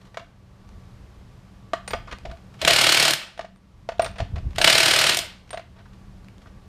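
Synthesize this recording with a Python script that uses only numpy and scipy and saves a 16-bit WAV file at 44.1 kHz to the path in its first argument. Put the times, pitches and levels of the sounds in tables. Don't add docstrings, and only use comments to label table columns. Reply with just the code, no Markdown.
import sys
import numpy as np
from scipy import signal
from scipy.fft import rfft, irfft
from scipy.io import wavfile

SR = 44100
rng = np.random.default_rng(int(sys.argv[2]) if len(sys.argv) > 2 else 0)


def rack_gain(trim_db):
    fader = np.asarray(trim_db, float)
    return 10 ** (fader / 20)


def transcribe(u):
    v = np.clip(np.atleast_2d(u).T, -1, 1)
    q = np.round(v * 32767).astype(np.int16)
    wavfile.write(sys.argv[1], SR, q)


N = 294572


def rms_one(x):
    return x / np.sqrt(np.mean(x ** 2) + 1e-20)


def filtered(x, order, hz, kind="low"):
    return signal.sosfilt(signal.butter(order, hz, kind, fs=SR, output="sos"), x)


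def colour(x, spectrum):
    size = 8192
    hz, db = np.transpose(spectrum)
    grid_hz = np.arange(size // 2 + 1) * SR / size + 1
    gain = rms_one(rack_gain(np.interp(np.log(grid_hz), np.log(hz), db)))
    cepstrum = irfft(np.log(gain))
    cepstrum[1:size // 2] *= 2
    cepstrum[size // 2 + 1:] = 0
    response = irfft(np.exp(rfft(cepstrum)))
    return signal.fftconvolve(x, response)[:N]


def ring(x, hz, t60):
    r = rack_gain(-60 / (t60 * SR))
    w = 2 * np.pi * hz / SR
    return signal.lfilter([0, np.sin(w)], [1, -2 * r * np.cos(w), r * r], x + 1e-18)


def body(x, modes):
    return sum((-1) ** k * rack_gain(db) * ring(x, hz, t60) for k, (hz, db, t60) in enumerate(modes))


def uneven(shape, spread_db):
    size_db = spread_db * np.minimum(rng.exponential(1, shape), 5)
    return rms_one(rng.standard_normal(shape) * rack_gain(size_db))


def chatter(db, rise_ms, decay_ms):
    ms = np.arange(4000) / SR * 1000
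    rise, decay = [np.clip(np.reshape(v, (-1, 1)), .1, 30) for v in (rise_ms, decay_ms)]
    shape = (1 - np.exp(-(ms / rise) ** 2)) * np.exp(-ms / decay)
    shape = shape / shape.max(axis=1, keepdims=True)
    return uneven((len(db), len(ms)), spread_db=1.5) * shape * rack_gain(db)[:, None]


def lay(s, rows):
    out = np.zeros(N + rows.shape[1])
    for start, row in zip(np.round(s * SR).astype(int), rows):
        out[start:start + len(row)] += row
    return out[:N]


def low_and_high(x, y):
    return filtered(x, 2, 6000, "low") - filtered(y, 2, 6000, "high")


def contacts(s, rows, bright_db):
    return low_and_high(lay(s, rows), lay(s, rows * rack_gain(bright_db)[:, None]))


# (frequency [Hz], level [dB per Hz])
STREET_SPECTRUM = [(53, -28.5), (90, -3), (130, 0.5), (161, -20), (191, 1.5), (218, -13.5), (357, -17.5),
                   (1190, -24.5), (1920, -29.5), (5060, -36), (13900, -50.5), (15500, -66.5)]


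def street(gain_db):
    return rack_gain(gain_db - 51.0) * rms_one(colour(rng.standard_normal(N), STREET_SPECTRUM))


# (frequency [Hz], width [Hz], level [dB])
HUM_TONES = [(190, 12, -57), (118, 10, -63), (1147, 4, -72)]


def compressor(gain_db):
    hum = 0
    for hz, width_hz, db in HUM_TONES:
        t60 = np.log(1000) / np.pi / width_hz
        hum = hum + rack_gain(db) * rms_one(ring(rng.standard_normal(N), hz, t60))
    return rack_gain(gain_db / 2) * hum


# (time [s], top level [dB], half length [s])
WIND_GUSTS = [(0.723, -54, 0.046), (1.024, -51, 0.033), (1.264, -51, 0.076), (1.975, -40, 0.064),
              (2.147, -43, 0.03), (2.282, -41, 0.049), (2.657, -38, 0.017), (4.072, -37, 0.065),
              (4.223, -23.5, 0.028), (4.358, -24.5, 0.044), (4.462, -29, .035), (4.576, -35, 0.088),
              (5.742, -50, .04), (6.062, -50, 0.029), (6.18, -53, .05), (6.565, -52, 0.032)]


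def wind(gain_db):
    t = np.arange(N) / SR
    knots = np.arange(100) / 21
    lumps_db = 2.5 * np.interp(t, knots, rng.standard_normal(len(knots)))
    breeze = rack_gain(-52.5 + gain_db + lumps_db)
    gusts = sum(rack_gain(db) * np.exp(-((t - s) / half_s) ** 2) for s, db, half_s in WIND_GUSTS)
    rumble = filtered(rng.standard_normal(N), 2, [28, 85], "band")
    return (breeze + gusts) * rms_one(rumble)


# (time [s], level [dB])
GAIN_CONTROL = [(0, 0.5), (.35, -3.5), (.8, 2.5), (1.7, 1), (2.5, 2.5), (2.7, 6), (3.2, -5.5), (3.6, -5.5),
                (3.9, -1), (4.5, 3), (4.8, 4), (5.3, -1), (5.7, -1.5), (6.0, 1.5), (6.68, 1)]


def surroundings():
    s, db = np.transpose(GAIN_CONTROL)
    gain_db = np.interp(np.arange(N) / SR, s, db)
    return street(gain_db) + compressor(gain_db) + wind(gain_db)


def carport(x):
    t60_s, top_t60_s = 0.35, .24
    t = np.arange(SR // 2) / SR
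    noise = signal.lfilter([1, -.97], [1, -.86], rng.standard_normal(len(t)))
    low = filtered(noise, 2, 5000)
    tail = low * rack_gain(-60 * t / t60_s) + (noise - low) * rack_gain(-60 * t / top_t60_s)
    tail *= 1 - np.exp(-(t / .007) ** 2)
    return signal.fftconvolve(x, tail / np.sqrt(np.sum(tail ** 2)))[:N]


# (frequency [Hz], level [dB], ring time t60 [s])
BOWL_TAIL = (676, -33, .15)


def strike(s, db):
    push = lay(s, rack_gain(db)[:, None])
    bowl_hz = 673
    bowl = ring(ring(push, bowl_hz, t60=0.016), bowl_hz, t60=.028) / 25
    return bowl + body(push, [BOWL_TAIL])


# (time [s], level [dB])
TYRE_THUDS = [(1.934, -27.5), (2.125, -43), (2.253, -33), (2.31, -34.5), (2.613, -39.5), (2.646, -22),
              (5.097, -34), (4.2, -34), (4.36, -52.5)]
# (frequency [Hz], level [dB], ring time t60 [s])
TYRE_MODES = [(167, -7.5, 0.056), (240, -5, 0.044), (390, 0, 0.01)]


def thuds():
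    s, db = np.transpose(TYRE_THUDS)
    return body(lay(s, chatter(db - 16, rise_ms=1.2, decay_ms=3.4)), TYRE_MODES)


# (time [s], level [dB], decay [ms])
SOCKET_DRAGS = [(1.936, -24, 10), (2.254, -32.5, 14), (2.31, -38.5, 16), (2.62, -24, 34), (4.59, -21.5, 34),
                (.197, -40.5, 12), (4.02, -27, 20), (4.202, -31, 12), (4.356, -38, 22), (5.172, -30.5, 15),
                (2.68, -18.5, 23), (4.679, -24, 25), (5.535, -41, 10), (5.785, -53, 12)]


def drags():
    s, db, decay_ms = np.transpose(SOCKET_DRAGS)
    return ring(lay(s, chatter(db - 22.5, 5.0, decay_ms)), BOWL_TAIL[0], t60=.07)


TUBE_LOW_HZ, TUBE_LOW_T60_S = 8780, .035
TUBE_HIGH_HZ, TUBE_HIGH_T60_S = 14050, .07
# (time [s], lower mode level [dB], upper mode level [dB])
TUBE_RINGS = [(1.877, -41, -72), (1.9071, -52, -58), (2.3112, -71, -75), (3.3782, -64, -82),
              (3.5683, -76, -112), (4.0184, -45, -59), (4.042, -46, -68), (4.0553, -44, -72),
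              (4.1814, -57.5, -76), (5.506, -47.5, -76), (5.53, -56, -78), (5.5732, -75, -81)]


def socket():
    s, low_db, high_db = np.transpose(TUBE_RINGS)
    low = lay(s, chatter(low_db - 8.5, rise_ms=0.35, decay_ms=3.1))
    high = lay(s, chatter(high_db - 8.5, rise_ms=0.35, decay_ms=3.1))
    return ring(low, TUBE_LOW_HZ, TUBE_LOW_T60_S) + ring(high, TUBE_HIGH_HZ, TUBE_HIGH_T60_S)


# (frequency [Hz], level [dB per Hz])
TOUCH_SPECTRUM = [(200, -24), (500, 6.5), (1500, 4), (2500, 2), (4000, -2.5), (7000, -12), (15000, -28.5)]
# (frequency [Hz], level [dB], ring time t60 [s])
SPOKE_MODES = [(290, -12, .025), (480, -8, .025), (930, -4, .025), (1190, -1.5, .03), (1505, -2, .022),
               (1900, -5, .018)]


def touches(table, rise_ms, level_db):
    s, clatter_db, wheel_db, bright_db, spokes_db, decay_ms = np.transpose(table)
    steel = contacts(s, chatter(clatter_db + level_db, rise_ms, decay_ms), bright_db + 13.5)
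    spokes = body(lay(s, chatter(spokes_db - 24.0, rise_ms, decay_ms)), SPOKE_MODES)
    return colour(steel, TOUCH_SPECTRUM) + spokes + strike(s, wheel_db - 0.5)


def light(table, decay_ms):
    return [(s, db, db - 27, -12.5, db - 12.5, decay_ms) for s, db in table]


# (time [s], clatter level [dB], wheel level [dB], decay [ms])
NUT_SLIDES = [(.1942, -34.5, -61, 4.2), (2.0717, -39.5, -42, 38), (2.1101, -29.5, -59, 12),
              (2.1234, -24.5, -33.5, 5.7), (2.251, -30, -28.5, 7.3), (2.2954, -43.5, -37, 9.5),
              (2.3117, -34, -44, 5.2), (3.4074, -32, -53, 8.6), (3.4444, -39.5, -30, 9.6),
              (4.0178, -23, -22, 6.5), (4.0589, -19.5, -29, 5.2), (4.1564, -36.5, -49, 13),
              (4.1819, -28, -36, 16), (4.2004, -23.5, -20.5, 6.9), (4.3564, -33.5, -42, 13),
              (5.5414, -30.5, -22.5, 4.2), (5.5932, -33, -36, 3), (5.7609, -50.5, -58, 8.6),
              (5.785, -48, -55, 22), (5.8548, -49, -66, 7.2), (6.4677, -45.5, -51, 10)]
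# (time [s], level [dB], decay [ms])
GLOVE_SCUFFS = [(2.074, -38, 25), (2.119, -31, 10), (2.3, -43, 9.4), (5.77, -48, 20), (5.799, -51, 12.5),
                (5.853, -47, 13), (6.455, -46, 12.5)]
# (time [s], clatter level [dB])
STEEL_RUBS = [(.0114, -50), (.0508, -48.5), (.0674, -52), (2.5384, -45), (4.5047, -47.5), (5.4729, -52),
              (5.9304, -50.5), (6.4148, -49.5)]


def slides_and_rubs():
    bright_db = -31
    soft = [(s, db, wheel_db, bright_db, db - 12.5, ms) for s, db, wheel_db, ms in NUT_SLIDES]
    soft += [(s, db - 10, -80, bright_db, db, ms) for s, db, ms in GLOVE_SCUFFS]
    return touches(soft + light(STEEL_RUBS, decay_ms=10), rise_ms=2.4, level_db=-6.5)


# (time [s], clatter level [dB], wheel level [dB], brightness [dB], spokes level [dB])
SOCKET_KNOCKS = [(.1436, -39, -64, -23, -38), (.171, -27.5, -26.5, -22, -26.5),
                 (1.733, -21.5, -13.5, -20, -14.5), (1.8771, -25, -48, -12, -54),
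                 (1.9061, -23.5, -52, -17, -41), (1.933, -19, -21, -29, -17.5),
                 (3.3762, -36.5, -44, -22, -44), (3.3922, -29.5, -22.5, -26, -26.5),
                 (3.8891, -24.5, -19, -35, -25), (3.919, -39, -28.5, -25, -38),
                 (3.9948, -18.5, -6.5, -31, -18.5), (4.0452, -24.5, -38, -14, -44),
                 (4.3819, -38.5, -39, -30, -56), (5.5054, -32.5, -64, -19, -44),
                 (5.5303, -28, -28.5, -34, -30.5), (5.5737, -28, -26.5, -48, -36)]
# (time [s], clatter level [dB])
STEEL_TICKS = [(.6903, -42), (2.1854, -35.5), (2.372, -44.5), (3.5603, -46.5), (3.5894, -64.5),
               (3.9828, -39), (4.5321, -43), (5.4929, -43), (5.9444, -57), (6.2457, -45), (6.2846, -40.5),
               (6.3814, -44)]


def knocks_and_ticks():
    sharp = [tuple(row) + (5.93,) for row in SOCKET_KNOCKS]
    return touches(sharp + light(STEEL_TICKS, decay_ms=1.1), rise_ms=.3, level_db=-3.0)


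def by_hand():
    return knocks_and_ticks() + slides_and_rubs() + socket() + thuds() + drags()


# (pulled [s], motor at speed [s], released [s])
TRIGGER_PULLS = [
    (2.591, 2.693, 3.098),
    (4.551, 4.67, 5.123),
]
# (time after release [s], level against full speed [dB])
RUN_DOWN = [
    (.05, -12.5),
    (.12, -15),
    (.34, -45.5),
]


def gears():
    start_db, full_db, silent_db = -51, -24, -90
    curve = []
    for pulled, at_speed, released in TRIGGER_PULLS:
        curve += [(pulled - .005, silent_db), (pulled, start_db), (at_speed, full_db), (released, full_db)]
        curve += [(released + s, full_db + db) for s, db in RUN_DOWN]
        curve += [(released + .4, silent_db)]
    s, db = np.transpose(curve)
    rattle_db = np.interp(np.arange(N) / SR, s, db)
    rattle = rack_gain(rattle_db) * uneven(N, spread_db=2.5)
    rattle = rack_gain(2.0) * filtered(rattle, 1, 2600)
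    bright_db = 10.5 + 0.26 * (rattle_db + 20.5)
    return low_and_high(rattle, rattle * rack_gain(bright_db))


# (top of first blow [s], time a blow [s], blows [count], clatter level [dB], wheel level [dB])
HAMMER_BURSTS = [
    (2.7367, .0266, 14, -13, -25),
    (4.704, .0261, 16, -13.5, -23.5),
]


def steady_blows():
    rows = []
    for first_s, period_s, count, clatter_db, wheel_db in HAMMER_BURSTS:
        t = period_s * np.arange(count)
        chance = rng.standard_normal((count, 4))
        rise_ms = rng.uniform(5.5, 8, count)
        start_s = first_s + t + .0008 * chance[:, 0] - rise_ms / 1000
        blow_db = clatter_db - 7 * t + .7 * chance[:, 1]
        bowl_db = wheel_db - 12.5 * t + chance[:, 2]
        bright_db = -9.7 + chance[:, 3]
        decay_ms = np.full(count, 4.0)
        rows += zip(start_s, blow_db, bowl_db, bright_db, rise_ms, decay_ms)
    return rows


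# (time [s], clatter level [dB], wheel level [dB], rise [ms], decay [ms])
RUN_UP_BLOWS = [(2.6148, -23, -28, 0.48, 9.9), (2.648, -13, -23.5, 6, 1.44), (2.6739, -8, -7.5, 3.2, 7),
                (2.698, -20.5, -21, 7, 6), (2.7062, -9.5, -10.5, 3, 2.5), (4.558, -33, -47, 2.5, 2.7),
                (4.582, -18, -13, 0.98, 6.1), (4.6119, -14, -20.5, 3.2, 6.3), (4.641, -6.5, -20, 4.5, 3.8),
                (4.6714, -8, -8, 6.4, 4.7)]
# (time [s], clatter level [dB], wheel level [dB], brightness [dB])
COAST_CLICKS = [(3.099, -28, -28.5, -4.5), (3.107, -16.5, -44, -3.5), (3.1343, -16.5, -37.3, -4.5),
                (5.1334, -25, -42, -4.5), (5.145, -21, -52, -2), (5.1702, -23, -20, 4.5),
                (5.1886, -20, -38.5, -3)]


def blows():
    run_up = [(s, db, wheel_db, -15.5, rise, decay) for s, db, wheel_db, rise, decay in RUN_UP_BLOWS]
    coast = [tuple(row) + (0.77, 3.65) for row in COAST_CLICKS]
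    return run_up + steady_blows() + coast


# (frequency [Hz], level [dB], ring time t60 [s])
HUB_MODES = [(112, -24, .1), (150, -23, .1), (262, -25, .06), (345, -24, .1)]
# (frequency [Hz], level [dB], ring time t60 [s])
DRIVEN_BOWL = [(670, -39, 0.13)]


def hub(s, db, steel):
    return body(lay(s, rack_gain(db)[:, None]), HUB_MODES) + body(steel, DRIVEN_BOWL)


# (frequency [Hz], level [dB per Hz])
HAMMER_SPECTRUM = [(59, -41), (100, -6), (347, -11.5), (394, -9), (668, 3), (1040, -2.5), (1490, 2.5),
                   (3250, 3), (5100, -2), (6300, -7.5), (8580, -9), (15500, -19.5)]
# (frequency [Hz], level [dB], ring time t60 [s])
ANVIL_MODES = [(149, -44.5, 0.13), (338, -37, 0.021), (1557, -42, 0.084), (2100, -45, 0.014),
               (3130, -36.5, 0.0091), (3770, -35, 0.0078), (4220, -35.5, 0.005), (6100, -39, 0.011)]


def hammer():
    s, clatter_db, wheel_db, bright_db, rise_ms, decay_ms = np.transpose(blows())
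    steel = contacts(s, chatter(clatter_db, rise_ms, decay_ms), bright_db + 10) + gears()
    housing = colour(steel, HAMMER_SPECTRUM)
    anvil = body(steel, ANVIL_MODES)
    tube = body(steel, [(TUBE_LOW_HZ, -41, TUBE_LOW_T60_S), (TUBE_HIGH_HZ, -47, TUBE_HIGH_T60_S)])
    wheel = strike(s + rise_ms / 2000, wheel_db - 5.5) + hub(s + rise_ms / 1000, clatter_db, steel)
    return housing + anvil + tube + wheel


def scene():
    near = by_hand() + hammer()
    thin = filtered(near, 1, 1000, "high")
    echoes = rack_gain(-9) * carport(thin)
    return (surroundings() + near + echoes)[None, :]


def roll_off(x):
    return signal.sosfilt(signal.butter(12, 16300, fs=SR, output="sos"), x)


def record(dry):
    rounded = 1.05 * np.tanh(dry / 1.05)
    mix = signal.sosfilt(signal.cheby2(10, 45, 15800, fs=SR, output="sos"), rounded)
    return roll_off(mix)


dry = scene()
out = record(dry)
transcribe(out)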